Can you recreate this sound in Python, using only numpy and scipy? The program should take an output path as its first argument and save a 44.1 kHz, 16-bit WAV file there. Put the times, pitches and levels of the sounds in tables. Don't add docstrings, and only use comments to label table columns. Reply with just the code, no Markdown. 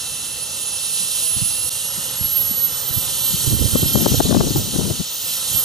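import sys
import numpy as np
from scipy import signal
from scipy.fft import rfft, irfft, next_fast_len
from scipy.io import wavfile
from scipy.ndimage import uniform_filter1d, minimum_filter1d, map_coordinates

SR = 44100
rng = np.random.default_rng(int(sys.argv[2]) if len(sys.argv) > 2 else 0)


def persist_wave(psi):
    counts = np.round(np.clip(psi, -1, 1) * 32767).astype(np.int16)
    wavfile.write(sys.argv[1], SR, np.atleast_2d(counts).T)


N = 248724

# (full-level start [s], hold [s], port [0 left, 1 right], level [dB])
GUST_EVENTS = [(1.02, 0.022, 0, -38.5), (1.37, .12, 1, -34.5), (1.52, .14, 1, -41), (2.2, 0.25, 1, -35),
               (2.494, 0.21, 0, -45), (2.58, 0.21, 1, -42), (2.9, .12, 1, -34.5), (2.924, .12, 0, -38),
               (3.06, 0.27, 1, -38), (3.3, 0.24, 0, -36.5), (3.46, 0.21, 1, -20.5), (3.723, .14, 0, -27.5),
               (3.73, .1, 1, -27.5), (3.941, 0.11, 0, -18.5), (4.1, 0.18, 0, -24), (4.1, 0.067, 1, -24),
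               (4.262, 0.22, 0, -18), (4.33, 0.13, 1, -22), (4.55, 0.095, 1, -24.5),
               (4.477, 0.17, 0, -22.5), (4.74, 0.15, 0, -22.5), (4.828, 0.073, 1, -30.5),
               (5.52, .06, 1, -34)]
# (centre [s], port [0 left, 1 right], low part [dB], bright part against the low part [dB])
WIND_THUMPS = [(1.37, 1, -29.5, -29), (1.427, 1, -23, -42), (1.984, 0, -34.5, -18), (2.216, 1, -27.5, -37),
               (2.253, 1, -34, -25), (2.41, 1, -34, -20), (2.512, 0, -33.5, -22), (2.91, 1, -31, -23),
               (2.975, 1, -23, -23), (2.985, 0, -34, -23), (3.346, 0, -24, -33), (3.481, 1, -20, -32),
               (3.525, 0, -22.5, -14), (3.542, 1, -20, -16), (3.618, 1, -19, -22), (3.645, 1, -19, -18),
               (3.733, 1, -21, -29), (3.758, 0, -18.5, -2.5), (3.831, 1, -21, -4.5), (3.835, 0, -21.5, -21),
               (3.865, 1, -23, -21), (3.957, 0, -15, -8), (4.064, 0, -17.5, 2), (4.123, 0, -17, -12),
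               (4.147, 1, -23, 1), (4.176, 1, -22.5, -28), (4.205, 0, -20, 6), (4.246, 1, -22, -24),
               (4.293, 0, -20, -10), (4.311, 0, -27, 5.5), (4.328, 0, -22, 4.5), (4.349, 0, -24, 6),
               (4.37, 0, -13.5, -8), (4.409, 0, -20, 1), (4.419, 1, -21, -10), (4.51, 0, -21.5, -9),
               (4.553, 1, -36, 1), (4.561, 0, -22.5, -4), (4.762, 0, -24.5, -7), (4.796, 0, -20, -7),
               (4.909, 0, -21.5, -12), (5.006, 0, -22, -16.5), (5.552, 1, -30.5, -27)]
# (frequency [Hz], left [relative dB], right [relative dB])
THUD_COLOUR = [(20, -33, -23), (59, -9.5, -3), (118, -0.5, 3), (195, -1.5, -7), (350, -11.5, -22.5),
               (674, -50, -71)]
# (frequency [Hz], left [relative dB], right [relative dB])
RASP_COLOUR = [(100, -32, -34), (302, 1.5, 2.5), (480, -0.5, -5.5), (890, -13.5, -28.5), (1540, -24, -33),
               (2510, -45, -73)]
CALM_DB, RISE_DB_PER_S, FALL_DB_PER_S = -65, 282, 171
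THUMP_S, SNAP_S = 0.011, 0.0043

# (time [s], hiss [dB], top hiss [dB])
EXHAUST_LEVEL = [(0.0, -31.5, -31.5), (0.32, -34, -33), (0.78, -30.5, -30.5), (0.98, -28.5, -26.5),
                 (1.7, -30.5, -25.5), (2.0, -32, -29), (2.24, -32, -27.5), (2.68, -32.5, -30),
                 (3.15, -29.5, -26.5), (3.41, -26.5, -23.5), (3.65, -30, -26), (3.85, -27.5, -26),
                 (4.22, -26.5, -28), (4.42, -30, -34), (4.71, -30.5, -29.5), (5.1, -31.5, -33.5),
                 (5.45, -28, -25), (5.64, -29.5, -24)]
# (time [s], level [dB])
RUMBLE_LEVEL_CURVE = [(0, -41), (1.6, -42), (2.1, -39), (4.1, -38), (4.35, -41), (5.2, -42.5), (5.5, -38.5)]
# (frequency [Hz], level [relative dB])
HISS_COLOUR = [(1800, -41), (2250, -19), (2500, -7.5), (2650, -5), (3100, 1), (4400, -1.5), (4650, -7),
               (5200, -2.5), (6800, -1), (7700, -0.5), (9000, -18)]
# (frequency [Hz], level [relative dB])
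TOP_HISS_COLOUR = [(7000, -27.5), (7800, -1.5), (8700, -1.5), (9600, 2.5), (11000, -6), (12300, -1),
                   (13000, -15), (14200, -4.5), (15200, -29), (15500, -28)]
# (frequency [Hz], level [relative dB])
RUMBLE_COLOUR = [(25, -21), (60, 1), (125, 3.5), (310, -1.5), (420, -6), (520, 2), (650, -3.5),
                 (1350, -4.5), (1600, -10), (2080, -7.5), (2260, -23.5), (2500, -16.5)]
# (frequency [Hz], level [dB], phase [radians])
LEFT_PORT_RESPONSE = [(60, 2, 1.3), (316, -2.2, -0.74), (870, -1, -0.6), (2120, 3.5, 1), (2190, -5.5, 0),
                      (2990, 0.5, 0.5), (3450, -2.5, 1.53), (4050, 4, 0.65), (6300, 2, 0.46),
                      (7180, 4, -1.87), (8200, -19, -1.5), (9000, -11, 0.6), (10700, -7, 2), (12500, -7, 2),
                      (14900, -1, 2.5)]
# (frequency [Hz], left [dB], right [dB], phase lead [turns])
ECHO_RESPONSE = [(300, -14, -11.5, 0.14), (504, -11, -8, 0.072), (1320, -8, -9, 0.094),
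                 (2560, -41, -11, 0.35), (4040, -6, -2.5, 0.23), (6500, -15.5, -2, 0.53),
                 (7700, -36, -3.5, 0.26), (10100, -7, -3, 0.27), (11800, -6, -1.5, 1),
                 (14500, -6, -11, 0.28)]
ECHO_MS = 2.33
# (frequency [Hz], left [dB], right [dB])
SCATTER_RESPONSE = [(100, -18, -18), (1500, -5, -5), (2200, -5, -4), (2700, -16, -16), (3700, -3, -5),
                    (5000, -16, -16), (6300, -3, -5), (8100, -17, -4), (10500, -8, -4), (13000, -3, -1),
                    (15000, -3, -4)]
BAND_HZ, BAND_CLIMB, BAND_WIDTH_HZ, BAND_DB = 8900, 1.5, 450, -9.5

# (time [s], rotor tone [Hz])
ROTOR_SPEED = [(0.0, 2688.8), (0.4, 2691.7), (0.8, 2686.3), (1.1, 2687.9), (1.35, 2709.6), (1.6, 2745.5),
               (1.85, 2815.6), (2.1, 2875.8), (2.6, 2968), (3.1, 3085.1), (3.35, 3110.3), (3.8, 3134),
               (4.1, 3202.1), (4.6, 3383.6), (4.85, 3415.9), (5.1, 3399.4), (5.27, 3362), (5.42, 3293),
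               (5.53, 3200), (5.63, 3090.3)]
IDLE_HZ = 2690
BLADE_TONE_MULTIPLE = 4
# (time [s], level at the right port [dB])
BLADE_LEVEL = [(0, -27.5), (.33, -32), (.43, -24), (.55, -31), (.68, -21.5), (.8, -26), (.95, -23),
               (1.3, -22), (1.62, -23), (1.75, -37), (1.87, -27), (2.12, -35), (2.24, -19.5), (2.62, -18),
               (2.75, -31.5), (3.0, -20.5), (3.07, -30), (3.2, -22.5), (3.9, -21), (4.15, -27.5),
               (4.42, -37), (4.58, -26), (4.7, -35), (4.95, -37), (5.3, -26), (5.49, -33), (5.57, -17.5),
               (5.64, -23)]
# (time [s], phase [radians])
BLADE_PHASE_LEAD = [(0, 0.42), (1.1, 2.1), (2.2, 0.52), (3.6, 2.5), (4.1, 1.5)]
# (blade tone [Hz], level [dB])
BLADE_LEFT_LEVEL = [(10700, -8), (12500, -6), (13400, -4.5)]
# (rotor tone [Hz], level [dB])
ROTOR_RESONANCE = [(2690, -44), (2740, -40.5), (2900, -45.5), (3070, -50), (3125, -38.5), (3200, -37),
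                   (3300, -62), (3420, -61)]

# (start [s], level left at the start [share])
RECORDER_DIPS = [(1.695, 0.037), (4.21, 0.32)]
TOP_HZ = 15600


def amp(db):
    return 10 ** (np.asarray(db) / 20)


def unit(x):
    return x / np.sqrt(np.mean(x ** 2) + 1e-20)


def along(points, hz):
    f, *columns = np.transpose(points)
    return np.array([np.interp(np.log(hz + 1), np.log(f + 1), c) for c in columns])


def curves(rows):
    s, *columns = np.transpose(rows)
    return np.array([np.interp(np.arange(N) / SR, s, c) for c in columns])


def wobble(rate):
    knots = rng.standard_normal(int(N * rate / SR) + 4)
    return map_coordinates(knots, [np.arange(N) * rate / SR])


def wobble_pair(rate):
    return np.array([wobble(rate), wobble(rate)])


def filtered(x, response):
    m = next_fast_len(N + SR // 4)
    return irfft(rfft(x, m) * response(np.fft.rfftfreq(m, 1 / SR)), m)[..., :N]


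def noise(spectrum, channels):
    white = rng.standard_normal((channels, N))
    return unit(filtered(white, lambda hz: amp(along(spectrum, hz))))


def gusts():
    t = np.arange(N) / SR
    level_db = np.full((2, N), float(CALM_DB))
    for s, hold, port, db in GUST_EVENTS:
        rise_db = RISE_DB_PER_S * np.maximum(s - t, 0)
        fall_db = FALL_DB_PER_S * np.maximum(t - s - hold, 0)
        level_db[round(port)] = np.maximum(level_db[round(port)], db - rise_db - fall_db)
    return level_db


def buffeting():
    level_db = gusts() + 2.6 * wobble_pair(35)
    rasp_db = 1.534 * level_db + 4.4 * wobble_pair(130) + 1.5
    thud = noise(THUD_COLOUR, channels=2)
    rasp = noise(RASP_COLOUR, channels=2)
    return amp(level_db) * thud + amp(rasp_db) * rasp


def thumps():
    out = np.zeros((2, N))
    thud = noise(THUD_COLOUR, channels=2)
    rasp = noise(RASP_COLOUR, channels=2)
    t = np.arange(-1500, 1500)
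    for s, port, db, bright_db in WIND_THUMPS:
        port = round(port)
        at = round(s * SR) + t
        low = unit(np.exp(-(t / SR / THUMP_S) ** 2) * thud[port, at])
        bright = unit(np.exp(-(t / SR / SNAP_S) ** 2) * rasp[port, at])
        out[port, at] += amp(db) * (low + amp(bright_db) * bright)
    return out


def wind():
    return buffeting() + thumps()


def rotor_speed():
    return uniform_filter1d(curves(ROTOR_SPEED)[0], size=6000, mode="nearest")


def climbing_band():
    centre_hz = BAND_HZ + BAND_CLIMB * (rotor_speed() - IDLE_HZ)
    phase = 2 * np.pi * np.cumsum(centre_hz) / SR
    return unit(wobble(BAND_WIDTH_HZ) * np.sin(phase) + wobble(BAND_WIDTH_HZ) * np.cos(phase))


def through_air(x, patchy_db):
    z = signal.stft(x, nperseg=512)[2]
    field = rng.standard_normal(z.shape[1:])
    field = uniform_filter1d(field, size=14, axis=0)
    field = uniform_filter1d(field, size=12, axis=1)
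    return signal.istft(z * amp(patchy_db * unit(field)), nperseg=512)[1][:, :N]


def ports_with_echo(hz):
    db, radians = along(LEFT_PORT_RESPONSE, hz)
    *echo_db, lead = along(ECHO_RESPONSE, hz)
    echo_turns = hz * ECHO_MS / 1000 - lead
    comb = 1 + amp(echo_db) * np.exp(-2j * np.pi * echo_turns)
    left = amp(db) * np.exp(1j * radians)
    return comb * np.array([left, np.ones_like(hz)])


def exhaust():
    hiss_db, top_db = curves(EXHAUST_LEVEL)
    flutter_db = 0.5 * wobble(12)
    top_flutter_db = 1.8 * flutter_db + 0.53 * wobble(24.8)
    hiss = amp(hiss_db + flutter_db) * noise(HISS_COLOUR, channels=3)
    band = np.array([climbing_band() for _ in range(3)])
    top = noise(TOP_HISS_COLOUR, channels=3) + amp(BAND_DB) * band
    top = amp(top_db + top_flutter_db) * top
    rumble = amp(curves(RUMBLE_LEVEL_CURVE)) * noise(RUMBLE_COLOUR, channels=3)
    jet = through_air(hiss + top + rumble, patchy_db=0.93)
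    shared = filtered(jet[0], ports_with_echo)
    scattered = filtered(jet[1:], lambda hz: amp(along(SCATTER_RESPONSE, hz)))
    return shared + scattered


def blade_tone(rotor_hz, phase):
    blade_phase = BLADE_TONE_MULTIPLE * phase
    drift = 0.25 * wobble(50) + np.array([[.5], [-.5]]) * curves(BLADE_PHASE_LEAD)
    flutter_db = 2.16 * wobble(60) + 1.0 * wobble_pair(40)
    fading_db = 1.96 * wobble(9) + 0.66 * np.array([wobble(5.6), wobble(16)])
    left_only = np.array([[1], [0]])
    level_db = curves(BLADE_LEVEL) + left_only * along(BLADE_LEFT_LEVEL, BLADE_TONE_MULTIPLE * rotor_hz)
    skirt = wobble(700) * np.sin(blade_phase) + wobble(650) * np.cos(blade_phase)
    tone = np.sin(blade_phase + drift) + amp(-16.5) * skirt
    return amp(level_db + fading_db + flutter_db) * tone


def rotor_tone(rotor_hz, phase):
    level_db = along(ROTOR_RESONANCE, rotor_hz) + 0.99 * wobble(20)
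    return amp(level_db) * np.sin(phase + 0.45 * wobble(40))


def whistle():
    rotor_hz = rotor_speed()
    phase = 2 * np.pi * np.cumsum(rotor_hz) / SR
    return np.sqrt(2) * (blade_tone(rotor_hz, phase) + rotor_tone(rotor_hz, phase))


def scene():
    return wind() + exhaust() + whistle()


def record(dry):
    needed = np.minimum(1, .99 / (np.abs(dry).max(axis=0) + 1e-9))
    held = minimum_filter1d(needed, size=500, origin=150)
    gain = uniform_filter1d(held, size=200)
    for s, share in RECORDER_DIPS:
        since = np.arange(N) / SR - s
        recovery = np.clip(share + since / 0.02, 0, 1)
        gain = gain * np.where(since < 0, 1, recovery)
    return filtered(dry * gain, lambda hz: hz < TOP_HZ)


dry = scene()
out = record(dry)
persist_wave(out)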